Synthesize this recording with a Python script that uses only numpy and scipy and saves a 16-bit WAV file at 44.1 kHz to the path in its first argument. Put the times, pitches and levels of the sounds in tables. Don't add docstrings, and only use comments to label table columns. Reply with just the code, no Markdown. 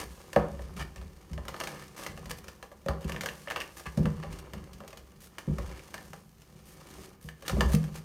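import sys
import numpy as np
from scipy import signal
from scipy.fft import rfft, irfft
from scipy.io import wavfile

SR = 44100
rng = np.random.default_rng(int(sys.argv[2]) if len(sys.argv) > 2 else 0)


def makeup_ratio(level_db):
    decades = np.asarray(level_db, float) / 20
    return 10 ** decades


def unload_wav(signal):
    wavfile.write(
        sys.argv[1],
        SR,
        np.round(np.clip(np.atleast_2d(signal).T, -1, 1) * 32767).astype(np.int16),
    )


N = 354563

# frequency in Hz, level in dB relative to the group, t60 in seconds.
BODY_MODES = [(57.5, 16.5, 0.13), (66.2, 26, 0.28)]
PANEL_MODES = [(143, -22.5, 1), (157.26, 1, 0.39), (181, -2.5, 0.16), (208.4, -2.5, 0.12),
               (301, -15.5, 0.09), (370, -8.5, 0.1)]
WALL_MODES = [(468.7, -8, 0.13), (555.4, 3, 0.066), (591, 1.5, 0.043), (789.7, 3.5, 0.047),
              (888, -7.5, 0.064), (1007, 4, 0.04), (1142, -0.5, 0.049)]
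FLAP_MODES = [(1269, 15, 0.014), (1754, 14.5, 0.017), (2204, 14, 0.0081), (2770, 11.5, 0.0093),
              (3280, -15, 0.0073), (4420, 4.5, 0.0065)]
# frequency in Hz, relative density in dB per Hz.
CARD_SPECTRUM = [(2700, -0.5), (3700, -2), (4500, -1), (5500, -1.5), (6400, -1), (7600, -6.5), (9100, -4.5),
                 (13100, -9), (15300, -14), (16500, -29)]


def evened(x):
    return x / np.sqrt(np.mean(x ** 2) + 1e-20)


def read(points, hz):
    f, value = np.transpose(points)
    return np.interp(np.log(hz + 1), np.log(f + 1), value)


def coloured(x, points):
    gain = makeup_ratio(read(points, np.fft.rfftfreq(len(x), 1 / SR)))
    return irfft(rfft(x) * evened(gain), len(x))


def filtered(x, order, hz, kind):
    return signal.sosfilt(signal.butter(order, hz, kind, fs=SR, output="sos"), x)


def mode(force, hz, t60):
    radius = 10 ** (-3 / (t60 * SR))
    w = 2 * np.pi * hz / SR
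    return signal.lfilter([0, np.sin(w)], [1, -2 * radius * np.cos(w), radius ** 2], force)


def crowded(modes, apart=0.081, weaker_db=8.5, shorter=0.9):
    sides = [(hz * (1 + way * apart), db - weaker_db, shorter * t60)
             for hz, db, t60 in modes for way in (-1, 1)]
    return list(modes) + sides


def struck(modes, s, db, contact_s, place_db, bend, dull_db=0, core_hz=1):
    out = np.zeros(N)
    hz, mode_db, t60 = np.transpose(modes)
    spot, bent = rng.standard_normal((len(s), len(modes), 2)).transpose(2, 0, 1)
    octaves = abs(np.log2(hz / core_hz))
    loss_db = np.outer(dull_db * np.ones(len(s)), octaves)
    heights = makeup_ratio(mode_db + place_db * spot - loss_db)
    heights *= makeup_ratio(db)[:, None] / np.linalg.norm(heights, axis=1, keepdims=True)
    pitches = hz * (1 + bend * bent)
    t = np.arange(round(t60.max() * SR)) / SR
    swell = 1 - (1 + t / contact_s) * np.exp(-t / contact_s)
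    fade = swell * makeup_ratio(-60 * t / t60[:, None])
    for start_s, height, pitch in zip(s, heights, pitches):
        part = out[round(start_s * SR):][:len(t)]
        ring = height @ (fade * np.sin(2 * np.pi * np.outer(pitch, t)))
        part += ring[:len(part)]
    return out


def grains(per_s, spread_db):
    size = makeup_ratio(spread_db * np.minimum(rng.exponential(1, N), 4))
    happens = rng.random(N) < per_s / SR
    return evened(size * happens * rng.standard_normal(N))


def rubbed(modes, per_s, spread_db):
    flex_share = 0.025
    slips = grains(per_s, spread_db)
    ring = sum(makeup_ratio(db) * evened(mode(slips, hz, t60)) for hz, db, t60 in modes)
    flex = np.interp(np.arange(N), np.linspace(0, N, num=40), rng.standard_normal(size=40))
    place = np.cumsum(1 + flex_share * flex) % (N - 1)
    return evened(np.interp(place, np.arange(N), ring))


def chatter(s, db, modes, fall_s, rise_s=0.0018, per_s=1500):
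    t = np.arange(SR // 2) / SR
    start = np.zeros(N)
    np.add.at(start, np.round(s * SR).astype(int), makeup_ratio(db))
    envelope = (1 - np.exp(-t / rise_s)) * np.exp(-t / fall_s)
    force = signal.oaconvolve(start, envelope)[:N] * grains(per_s, spread_db=3.0)
    return sum(makeup_ratio(mode_db) * np.sqrt(1 / (t60 * SR)) * mode(force, hz, t60)
               for hz, mode_db, t60 in modes)


def ticks():
    # start in seconds, force in dB, heft into the walls in dB over the force,
    # sharpness of the crack in dB over the force.
    catch_rows = [(0.331, -29.5, -5, -9), (0.361, -14.5, 7.5, -26), (0.5927, -38.5, 3.5, -36.5),
                  (0.9597, -36, -6, -10), (0.9797, -38, -25, -25), (1.0144, -40, -3, -15),
                  (1.3327, -38.5, -7, -10), (1.3778, -32, -1.5, -20), (1.452, -34.5, -7, -14),
                  (1.482, -24.5, -7, -12), (1.5423, -27.5, -5, -21), (1.5636, -33, -8, -15),
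                  (1.6018, -23, -8.5, -12), (1.611, -21.5, -8, -37), (1.6368, -27, -14, -8.5),
                  (1.672, -24, -10, -11), (2.064, -22, -10.5, -14.5), (2.175, -33, -4, -15),
                  (2.2568, -39, -3, -6.5), (2.308, -29, -9, -10), (2.442, -39, -6, -9.5),
                  (2.4821, -33.5, -6, -8), (2.6267, -30, -6, -15.5), (2.7157, -40.5, 3, -18),
                  (2.861, -38, 14.5, -11), (2.8848, -19, -1, -20), (2.9344, -43, -9, -16),
                  (3.044, -37, -45, -9), (3.095, -26, -6.5, -14.5), (3.1206, -25, -24, -14),
                  (3.1453, -31.5, -3, -25), (3.1625, -23.5, -14.5, -25), (3.171, -39, -20, -23),
                  (3.2091, -20.5, -25, -11), (3.235, -23.5, -4.5, -17), (3.2594, -18.5, -11, -15),
                  (3.2874, -21, -28, -20), (3.4738, -26.5, -6.5, -29), (3.483, -26.5, -31, -27),
                  (3.5017, -22.5, -16, -16.5), (3.5094, -20, -9, -24), (3.5185, -22, -27, -27),
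                  (3.5605, -16, -12.5, -20.5), (3.5695, -24, -11, -29), (3.578, -27, -21, -30),
                  (3.6025, -23, -36, -14), (3.61, -23, -16, -25), (3.617, -23, -26, -24),
                  (3.9734, -35, 8, -6.5), (4.056, -21.5, -5, -22), (4.2346, -30, -3, -23.5),
                  (4.2494, -49.5, 14, -25), (4.5348, -31.5, -3, -12), (4.7323, -52, -33, 6),
                  (4.8038, -36, -0.5, -19), (4.836, -40.5, 2, -23), (4.8776, -43.5, -5.5, -0.5),
                  (4.905, -49, -11, -5), (4.929, -35, -5.5, -16), (4.9728, -39.5, -10, -4.5),
                  (5.3833, -23, -17.5, -15), (5.5841, -27, -3.5, -16.5), (5.7933, -35.5, -20, -18),
                  (5.9412, -24, -9, -14), (5.9794, -32.5, -7.5, -18), (6.1325, -32, -3.5, -14),
                  (6.4188, -50.5, -34, -3), (7.2876, -28, -18.5, -19.5), (7.423, -38, -0.5, -10.5),
                  (7.4803, -33.5, -20, 5.5), (7.4955, -21.5, -4, -17), (7.5674, -39, 14.5, -26),
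                  (7.6075, -9.5, -8, -20.5), (7.699, -40, 8, -18), (7.8402, -41, 1.5, -3)]
    s, force_db, heft_db, sharp_db = np.transpose(catch_rows)

    start = np.zeros(N)
    start[np.round(s * SR).astype(int)] = makeup_ratio(force_db + sharp_db)
    t = np.arange(3000) / SR
    fade = (1 - np.exp(-t / 0.000084)) * (np.exp(-t / 0.0032) + 0.3 * np.exp(-t / 0.021))
    crackle = signal.oaconvolve(start, fade)[:N] * grains(per_s=38000, spread_db=3.0)
    crack = coloured(crackle + 0.6 * start, CARD_SPECTRUM)

    later = np.cumsum(rng.uniform(0.000753, 0.0039, (len(s), 4)), 1)
    slip_s = np.c_[s, s[:, None] + later].ravel()
    weaker_db = np.c_[0 * s, 9.0 + 1200.0 * later]
    slip_db = (force_db[:, None] - weaker_db).ravel()
    edge_db = np.maximum(-4.5 - heft_db, 0)
    flap = struck(crowded(FLAP_MODES), slip_s, slip_db + 3.0, contact_s=0.00027, place_db=3.5, bend=0.035,
                  dull_db=np.repeat(edge_db, 1 + later.shape[1]), core_hz=2740.0)

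    broad_db = np.maximum(heft_db + 10.0, 0)
    rattle = chatter(s, force_db + heft_db - 18.5, crowded(WALL_MODES), fall_s=0.042)
    walls = struck(crowded(WALL_MODES), s, force_db + heft_db + 6.0, contact_s=0.0028, place_db=3.5,
                   bend=0.013, dull_db=broad_db, core_hz=573.0)
    return flap + crack + rattle + walls


def drag(pressure_db, speed_db):
    rustle_db = pressure_db - 6 + speed_db
    hiss_db = pressure_db - 14.5 + 1.47 * speed_db
    return makeup_ratio([pressure_db, rustle_db, hiss_db])


def strokes():
    # start in seconds, length in seconds, pressure in dB, speed in dB.
    scuff_rows = [(0.0, 0.045, -44.5, 1), (0.764, 0.079, -51, 4), (0.794, 0.036, -41.5, -8),
                  (1.672, 0.19, -54.5, -3), (1.963, 0.1, -51, 6.5), (2.033, 0.1, -52.5, -2),
                  (2.295, 0.023, -47.5, 6.5), (2.372, 0.024, -66, 16), (3.008, 0.041, -61.5, 7),
                  (3.076, 0.026, -49, 1.5), (3.768, 0.054, -54, 6.5), (3.8564, 0.036, -43, -15),
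                  (4.227, 0.013, -48.5, -23), (4.306, 0.091, -60, 4.5), (4.387, 0.017, -54, 7.5),
                  (4.545, 0.077, -65, -34), (5.204, 0.077, -72.5, 19), (5.702, 0.085, -58.5, -20),
                  (6.655, 0.1, -82, 23), (7.21, 0.11, -81.5, 23), (7.451, 0.079, -52, 3.5),
                  (7.685, 0.037, -68, 19), (7.719, 0.04, -46.5, 11.5), (7.944, 0.051, -57, 9.5)]
    flutes_per_s, flute_depth = 58.3, 0.25
    gains = np.zeros((3, N))
    for s, length_s, pressure_db, speed_db in scuff_rows:
        u = np.arange(0, 1, 1 / (length_s * SR))
        ridges = 1 + flute_depth * np.cos(2 * np.pi * flutes_per_s * length_s * u)
        swell = np.sin(np.pi * u ** 0.5) ** 0.5
        part = gains[:, round(s * SR):][:, :len(u)]
        part += np.outer(drag(pressure_db, speed_db), ridges * swell)[:, :part.shape[1]]
    return gains


def contact():
    # time in seconds, pressure in dB, speed in dB; read as straight lines between rows.
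    slide_rows = [(0.0, -61, 8.5), (.45, -56, 0.5), (1.2, -62, 1), (1.45, -58.5, -1), (1.63, -51.5, 2),
                  (1.9, -58.5, 2.5), (2.4, -58.5, 0.5), (2.75, -68, 4.5), (3.07, -53.5, -5.5),
                  (3.4, -61, 9), (3.551, -50, -5.5), (3.76, -64, 9.5), (4.252, -52.5, -4.5),
                  (5.25, -67, 3.5), (5.62, -52, -1.5), (6.05, -60.5, 5), (6.28, -73, 9.5), (6.7, -60.5, 1),
                  (7.02, -53, 4), (7.17, -66, -1.5), (7.35, -67, 3), (7.6, -47, 1.5), (8.04, -63, 2)]
    s, pressure_db, speed_db = np.transpose(slide_rows)
    t = np.arange(N) / SR
    scrape, rustle, hiss = drag(np.interp(t, s, pressure_db), np.interp(t, s, speed_db))
    rasp_stroke, rustle_stroke, hiss_stroke = strokes()

    catches = (rng.random(N) < 60.0 / SR) * rng.uniform(0, 1, N)
    clumps = evened(1 + 1.2 * signal.oaconvolve(catches, np.hanning(400), "same"))
    walls = rubbed(crowded(WALL_MODES), per_s=1200, spread_db=5.0)
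    flap = rubbed(FLAP_MODES, per_s=2500, spread_db=-1.5)
    lid = rubbed(crowded(PANEL_MODES[-2:]), per_s=450, spread_db=4.0)
    card = makeup_ratio(-2.0) * walls + makeup_ratio(-6.5) * clumps * flap + makeup_ratio(-3.5) * lid
    scuffs = rasp_stroke * (clumps * flap + 0.55 * walls)

    fibres = clumps * coloured(grains(per_s=9000, spread_db=2.0), CARD_SPECTRUM)
    coarse = evened(filtered(fibres, 4, 9500, "low"))
    fine = evened(filtered(fibres, 4, 9500, "high"))
    return scrape * card + (rustle + rustle_stroke) * coarse + (hiss + hiss_stroke) * fine + scuffs


def bumps():
    # start in seconds, side panel level in dB, whole-box boom level in dB.
    knock_rows = [(0.365, -20, -26), (1.31, -35.5, -33), (2.862, -32.5, -48), (2.885, -25.5, -21.5),
                  (3.048, -28, -27.5), (3.866, -38.5, -32.5), (3.975, -17, -33), (4.003, -20, -54),
                  (4.044, -21.5, -43), (5.477, -22, -33), (5.496, -21.5, -27), (5.59, -31, -29.5),
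                  (7.245, -37.5, -37.5), (7.53, -25, -18.5), (7.58, -21, -16), (7.625, -20, -33),
                  (7.645, -44, -17), (7.741, -13, -48)]
    s, panel_db, boom_db = np.transpose(knock_rows)
    panels = struck(PANEL_MODES, s, panel_db, contact_s=0.00097, place_db=3.0, bend=0.022)
    boom = struck(BODY_MODES, s, boom_db, contact_s=0.004, place_db=2.5, bend=0.03)
    rattle = chatter(s, panel_db + 0.5, crowded(PANEL_MODES[-3:] + WALL_MODES[:1]), fall_s=0.02)
    return panels + boom + rattle


def sway():
    # start in seconds, force in dB, rocking over shudder in dB, time held in seconds.
    tug_rows = [(0.0, -47, 5, 0.02), (.38, -52.5, 10.5, 0.3), (.74, -45.5, 2, 0.086),
                (0.96, -51, 8.5, 0.075), (1.32, -45, 8, 0.081), (1.6, -53.5, -19, 0.17),
                (2.06, -50.5, 5, 0.24), (2.36, -65, 11, 0.14), (3.05, -46.5, -2, 0.2),
                (3.99, -49.5, 19, 0.046), (4.268, -48, 8.5, 0.071), (4.53, -45, -1.5, 0.041),
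                (4.71, -52, 1, 0.1), (5.52, -49.5, 15, 0.096), (5.929, -59, -7, 0.28),
                (6.5, -54.5, -5, 0.054), (6.9, -53.5, -7, 0.12), (7.5, -38.5, 5, 0.054),
                (7.655, -44, 12, 0.05), (7.9, -57.5, 13, 0.044)]
    rise_s = 0.01
    fall_db_per_s = [92, 91]
    rest_db = [[-60.5], [-63.5]]
    power = np.ones((2, N)) * makeup_ratio(rest_db) ** 2
    for s, force_db, rock_db, held_s in tug_rows:
        part = power[:, round(s * SR):][:, :SR]
        t = np.arange(part.shape[1]) / SR
        fall_db = np.outer(fall_db_per_s, np.maximum(t - held_s, 0))
        level_db = force_db + np.array([[0], [rock_db]]) - fall_db
        part += (np.minimum(t / rise_s, 1) * makeup_ratio(level_db)) ** 2
    shudder, rock = np.sqrt(power)
    shuddering = shudder * rubbed(PANEL_MODES, per_s=900, spread_db=1.0)
    rocking = rock * rubbed(BODY_MODES, per_s=400, spread_db=0.5)
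    return shuddering + rocking


def room(x):
    # frequency in Hz, t60 in seconds.
    decay_rows = [(100, 0.73), (500, 0.41), (2000, 0.31), (8000, 0.23)]
    taps = np.zeros(SR // 2)
    slots = np.arange(180, len(taps) - 20, 20)
    taps[slots + rng.integers(0, 20, len(slots))] = rng.choice([-1.0, 1.0], len(slots))
    hz, t, bands = signal.stft(taps, SR, nperseg=256)
    fading = bands * makeup_ratio(-60 * t / read(decay_rows, hz)[:, None])
    tail = signal.istft(fading, SR, nperseg=256)[1]
    thin = filtered(x, 2, 150, "high")
    return signal.oaconvolve(thin, tail / np.linalg.norm(tail))[:N]


def hush():
    # frequency in Hz, relative density in dB per Hz.
    hush_rows = [(18, -21), (30, 1), (167, -14), (519, -31.5), (625, -34), (694, -25), (5590, -60),
                 (15200, -32), (16500, -70)]
    return makeup_ratio(-62.5) * coloured(rng.standard_normal(N), hush_rows)


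def scene():
    box = ticks() + contact() + bumps() + sway()
    return (box + makeup_ratio(-8.5) * room(box) + hush())[None]


def band_limit(x):
    return signal.sosfilt(signal.butter(12, 16850, fs=SR, output="sos"), x)


def record(dry):
    heard = filtered(dry, 3, 42.0, "high")
    notched = signal.lfilter(*signal.iirnotch(10600.0, 8.0, SR), heard)
    mix = 0.45 * heard + 0.52 * notched
    return band_limit(mix)


dry = scene()
out = record(dry)
unload_wav(out)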